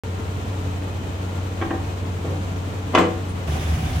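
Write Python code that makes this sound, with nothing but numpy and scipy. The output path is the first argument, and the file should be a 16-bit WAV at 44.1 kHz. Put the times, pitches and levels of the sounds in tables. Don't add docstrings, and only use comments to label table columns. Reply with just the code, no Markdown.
import sys
import numpy as np
from scipy import signal
from scipy.fft import rfft, irfft
from scipy.io import wavfile

SR = 44100
rng = np.random.default_rng(int(sys.argv[2]) if len(sys.argv) > 2 else 0)


def master(y):
    cut = np.clip(np.atleast_2d(y).T, -1, 1)
    pcm = np.round(cut * 32767)
    wavfile.write(sys.argv[1], SR, pcm.astype(np.int16))


N = 176400

# frequency_hz, correlation
ROOM_LIKENESS = [(30, 0.85), (90, 0.85), (130, 1), (290, 0.86), (640, 0.22), (1400, -0.3), (3100, 0.11),
                 (15000, 0)]
# frequency_hz, correlation
STEEL_LIKENESS = [(150, 0.82), (400, 0.87), (1000, 0.66), (2500, 0.52), (8000, 0.12)]


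def amp(db):
    return 10 ** (np.asarray(db) / 20)


def level(x, db):
    return x * amp(db) / np.sqrt(np.mean(x ** 2))


def clock():
    return np.arange(N) / SR


def fader(points):
    return amp(np.interp(clock(), *np.array(points).T))


def bins():
    return np.maximum(np.arange(N // 2 + 1) * SR / N, 1)


def curve(points):
    hz, value = np.array(points, float).T
    return np.interp(np.log(bins()), np.log(hz), value)


def shape(x, gain):
    return irfft(rfft(x) * gain, N)


def band(x, hz, width_hz):
    return level(shape(x, np.exp(-((bins() - hz) / width_hz) ** 2)), 0)


def pan(x, balance):
    return shape(x, amp(np.outer([1, -1], curve(balance)) / 2))


def ring(x, response):
    return signal.fftconvolve(np.atleast_2d(x), response, axes=-1)[:, :N]


def noise(likeness):
    correlation = np.clip(curve(likeness), -.999, .999)
    weights = np.sqrt(np.array([1 + correlation, 1 - correlation]) / 2)
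    mid, side = shape(rng.standard_normal((2, N)), weights)
    return np.array([mid + side, mid - side])


def walk(rate_hz):
    return level(shape(rng.standard_normal(N), np.exp(-(bins() / rate_hz) ** 2)), 0)


def workshop(x, wet_db=-4, t60_s=.37, damping_hz=3500, predelay_s=.012):
    tail = noise(ROOM_LIKENESS) * amp(-60 * clock() / t60_s) * (clock() > predelay_s)
    tail /= np.sqrt(np.mean(np.sum(tail ** 2, axis=-1)))
    dull_tail = shape(tail, 1 / (1 + 1j * bins() / damping_hz))
    return x + amp(wet_db) * ring(x, dull_tail)


def whines():
    # centre_hz, width_hz, gain_db
    bands = [(2508, 35, -0.5), (3090, 70, -2)]
    # time_s, level_db
    swell = [(.2, -66), (.5, -56), (1.1, -57.5), (1.55, -60)]
    return fader(swell) * sum(amp(db) * band(noise(STEEL_LIKENESS), hz, width_hz)
                              for hz, width_hz, db in bands)


def rub(strokes):
    out, hiss = 0, noise(STEEL_LIKENESS)
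    for start_s, db, hz, width_hz, decay_s in strokes:
        age = np.maximum(clock() - start_s, 0) / decay_s
        envelope = 2 * np.sqrt(age) * np.exp(-age)
        out = out + amp(db) * band(hiss, hz, width_hz) * envelope
    return out


def cable():
    # start_s, level_db, centre_hz, width_hz, decay_s
    scrapes = [(3.51, -42, 3400, 500, .016), (3.586, -45, 3500, 180, .014), (3.615, -43, 2600, 900, .012),
               (3.651, -46, 3450, 300, .014), (3.862, -40, 3540, 130, .022),
               (3.928, -42, 4500, 1500, 0.013)]
    return rub(scrapes)


def scuffs():
    # start_s, level_db, centre_hz, width_hz, decay_s
    strokes = [(2.981, -44, 14200, 900, .012), (2.981, -39.5, 7200, 1500, 0.026),
               (3.287, -48, 9400, 1200, 0.014)]
    return rub(strokes)


def fan(colour, air_db, flutter_db):
    rush = shape(noise(ROOM_LIKENESS), amp(curve(colour)))
    return level(rush * amp(flutter_db * walk(27)), air_db)


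def drone(tones, drift):
    drifting_s = np.cumsum(1 + drift * walk(4.57)) / SR
    out = 0
    for hz, db, waver_db in tones:
        tone = np.sin(2 * np.pi * (hz * drifting_s + rng.random()))
        out = out + level(tone * amp(waver_db * walk(11.2)), db)
    return out


def growl():
    # time_s, level_db
    push = [(1.2, -53), (1.75, -46), (2.0, -45), (2.3, -34.5), (2.6, -41.5), (3.2, -38.5), (3.45, -43)]
    return band(noise(ROOM_LIKENESS), hz=179, width_hz=67) * fader(push)


def boom(hz, swell, drift):
    cycles = np.cumsum(hz * (1 + drift * walk(4.8))) / SR
    return level(np.sin(2 * np.pi * cycles), 0) * fader(swell)


def engine(rpm, colour, rumble_db, thump_db, wobble=.005, scatter_db=1, block_ring_s=.07):
    cylinders = [-2.5, -3, -4, -3.5, -5, -4, -4, -3.5]
    firing_hz = rpm / 60 * len(cylinders) / 2
    phase = np.cumsum(firing_hz * (1 + wobble * walk(3))) / SR
    firing = phase.astype(int)
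    scatter = scatter_db * rng.standard_normal(N)[firing]
    strength = amp(np.array(cylinders)[firing % len(cylinders)] + scatter)
    block = noise(ROOM_LIKENESS) * np.exp(-clock() / block_ring_s)
    thumps = ring(np.diff(firing, prepend=0) * strength, block)
    gas = noise(ROOM_LIKENESS) * strength * np.exp(-(phase % 1) / 2.7)
    rumble = level(thumps, thump_db) + level(gas, 0)
    return level(shape(rumble, amp(curve(colour))), rumble_db)


def creeping_truck():
    # frequency_hz, gain_db
    rumble_eq = [(25, -32), (45, -5.5), (72, 4.5), (110, 1.5), (170, -5), (260, -6), (450, -11.5),
                 (700, -18), (1100, -22), (1700, -23), (3000, -27.5), (6000, -53)]
    # frequency_hz, gain_db
    rush_eq = [(100, -2.5), (500, 6), (1000, 2.5), (1600, -5.5), (3000, -8.5), (4000, -10.5), (5000, -16),
               (6300, -16.5), (7500, -17.5), (9000, -21.5), (12000, -30.5), (14000, -20.5), (16000, -34)]
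    # pitch_hz, level_db, waver_db
    tones = [(146.4, -47, 1.5), (181.2, -45, 2), (287.6, -48, 1.5), (441.3, -46.5, 2), (1390, -57, 3)]
    # time_s, level_db
    swell = [(.05, -28), (.85, -27.5), (1.0, -30), (1.4, -26.5), (1.62, -29), (1.68, -36), (1.75, -29.5),
             (2.42, -27), (2.95, -29.5), (3.07, -32), (3.25, -29), (3.45, -26)]
    # frequency_hz, left_minus_right_db
    balance = [(90, 0), (200, 2), (400, 1), (1200, 4), (2400, -0.5), (4400, -0.5), (6200, 11), (8200, 8.5),
               (11000, 4), (15000, -3)]
    truck = engine(rpm=533.7, colour=rumble_eq, rumble_db=-32, thump_db=-6)
    truck += fan(rush_eq, air_db=-36.5, flutter_db=.72)
    truck += drone(tones, drift=.00609)
    truck += boom(hz=92.2, swell=swell, drift=.0073) * amp(-.1 * walk(4.9))
    return pan(truck + growl(), balance)


def idling_truck():
    # frequency_hz, gain_db
    rumble_eq = [(25, -19), (45, -1), (78, -23), (110, 3.5), (150, -7), (220, -8.5), (360, -13.5),
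                 (520, -18), (740, -11.5), (900, -25), (1700, -24.5), (6000, -58)]
    # frequency_hz, gain_db
    rush_eq = [(100, -5), (700, 1), (1100, 1.5), (1600, -2.5), (2500, -1.5), (3400, -4.5), (4200, -11),
               (6200, -9.5), (8000, -15), (11000, -16), (13000, -21.5), (16000, -20)]
    # pitch_hz, level_db, waver_db
    tones = [(100.7, -33, 2.6), (146.8, -33.5, 4.8), (164, -37.5, 5.1), (258, -43, 4.5),
             (366.5, -47.5, 2.2), (760, -46.5, 2.1)]
    # time_s, gain_db
    throb = [(3.48, -23), (3.544, -22), (3.59, -26), (3.612, -32), (3.668, -22), (3.746, -17), (3.792, -47),
             (3.808, -30), (3.862, -19.5), (3.89, -42), (3.97, -16.5), (4.0, -36)]
    truck = engine(rpm=776.5, colour=rumble_eq, rumble_db=-29, thump_db=-8.5)
    truck += fan(rush_eq, air_db=-34.5, flutter_db=.7)
    truck += drone(tones, drift=.01)
    return truck + amp(-.5) * boom(hz=77.1, swell=throb, drift=.024)


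def strike(blows, modes, rattle_eq, attack_s=.0006, stereo_lag_s=.00007):
    size = SR * 2 // 3
    t, out = clock()[:size], np.zeros((2, N))
    lag = np.array([[0], [stereo_lag_s]])
    hz, root_db, tip_db, t60_s = np.array(modes).T
    rings = np.array([np.sin(2 * np.pi * hz[k] * (t + (-1) ** k * lag)) * amp(-60 * t / t60_s[k])
                      for k in range(len(hz))])
    polarity = (-1) ** (np.arange(len(hz)) // 2)
    grit = level(shape(noise(STEEL_LIKENESS), amp(curve(rattle_eq))), 0)
    for k, (start_s, db, brightness_hz, decay_s, place) in enumerate(blows):
        mode_gains = amp(root_db + (tip_db - root_db) * place) * polarity
        tone = np.tensordot(mode_gains, rings, 1)
        fresh_grit = np.roll(grit, k * N // len(blows), axis=1)[:, :size]
        blow = (tone + fresh_grit * np.exp(-t / decay_s)) * (1 - np.exp(-t / attack_s))
        lowpass = signal.butter(2, brightness_hz, fs=SR)
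        at = int(start_s * SR)
        out[:, at:at + size] += amp(db) * signal.lfilter(*lowpass, blow)
    return out


def bracket_knocks():
    # start_s, gain_db, brightness_hz, rattle_decay_s, place (0 root to 1 tip)
    knocks = [(1.613, -26.5, 6000, 0.022, 0.89), (1.622, -21, 2600, 0.01, 0.92),
              (1.646, -26.5, 450, 0.025, 0.45), (1.698, -33, 5000, .01, 0.33),
              (1.706, -22.5, 1710, 0.019, 0), (1.736, -27, 1100, 0.018, 0.26),
              (2.245, -27.5, 605, 0.05, 0.46), (2.272, -31.5, 1000, 0.022, 0.76),
              (2.306, -26.5, 450, 0.042, 0.95), (2.358, -34, 700, 0.024, 0.85)]
    # pitch_hz, struck_at_root_db, struck_at_tip_db, t60_s
    modes = [(294, -20, -3, 0.2), (334.4, -5.5, -7.5, 0.23), (510, -13, -13, 0.28), (767, -5, -10.5, 0.27),
             (1128, -12, -3, 0.088), (1610, -16, -5, 0.079), (1808, -4.5, -20, 0.12),
             (1896, -6, -12, 0.077), (2250, -24, -7, 0.07), (3200, -12, -14, .04)]
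    # frequency_hz, gain_db
    rattle_eq = [(80, -27), (200, -3), (350, 4), (600, -2), (1100, -2.5), (1500, -8), (2100, -8.5),
                 (3200, -11), (4500, -27), (12000, -35)]
    return strike(knocks, modes, rattle_eq)


def seating_clunk():
    # start_s, gain_db, brightness_hz, rattle_decay_s, place (0 root to 1 tip)
    blows = [(2.934, -22, 1100, 0.018, 0.21), (2.941, -19, 2000, 0.0088, .3),
             (2.949, -10, 6400, 0.0098, 0.94), (2.961, -18, 3500, 0.0097, .5),
             (2.975, -9, 2250, 0.013, 0.21), (2.982, -17, 6060, 0.031, 0), (2.991, -11, 1000, 0.011, 0.058),
             (3.014, -13.5, 650, 0.008, 0.11), (3.035, -25.5, 1600, 0.047, 0.28),
             (3.072, -17.5, 420, 0.021, 0.31), (3.17, -25.5, 450, 0.014, 0.51)]
    # pitch_hz, struck_at_root_db, struck_at_tip_db, t60_s
    modes = [(177, -15, -30, 0.3), (233, -13.5, -17, 0.17), (292.4, -11, -18, 0.3),
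             (332.5, -13, -12.5, 0.33), (490, -11, -8, 0.14), (544, -22, -24, 0.26), (750, -10.5, -16, 0.3),
             (974, -14, -1, 0.075), (1065, -11, -7, 0.13), (1136, -25, 0, 0.063), (1207, -11, -19, 0.14),
             (1362, -20, -11, .17), (1628, -17, -13, 0.15), (2046, -17, -9, 0.18), (2510, -20, -6, 0.057),
             (2690, -17, -7.5, 0.074), (2978, -11, -16, 0.21), (3020, -22, -5.5, 0.072),
             (3417, -23, -8, 0.065), (6100, -20, -24, 0.29), (6860, -26, -33, 0.14), (7600, -18, -26, 0.23)]
    # frequency_hz, gain_db
    rattle_eq = [(60, -27), (130, -11), (190, -1), (400, 4.5), (750, 0.5), (1100, -2), (1500, -4),
                 (2600, -6.5), (3300, -11), (4200, -14.5), (6000, -20), (8000, -22), (10000, -26),
                 (15000, -34)]
    # frequency_hz, left_minus_right_db
    balance = [(300, 1), (700, 2), (1100, 3.5), (2200, 0.5), (3300, -3), (6500, 10), (10000, 3)]
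    return pan(strike(blows, modes, rattle_eq), balance)


def scene(start_s=.036, jump_s=3.474):
    t = clock()
    creeping = creeping_truck()
    close_by = idling_truck() + cable()
    steel = bracket_knocks() + seating_clunk()
    coupling = creeping + workshop(steel) + scuffs() + whines()
    return np.where(t < jump_s, coupling, close_by) * (t > start_s)


def record(dry):
    high_cut = signal.ellip(8, .2, 70, 15900, fs=SR, output="sos")
    return signal.sosfilt(high_cut, np.tanh(dry))


dry = scene()
out = record(dry)
master(out)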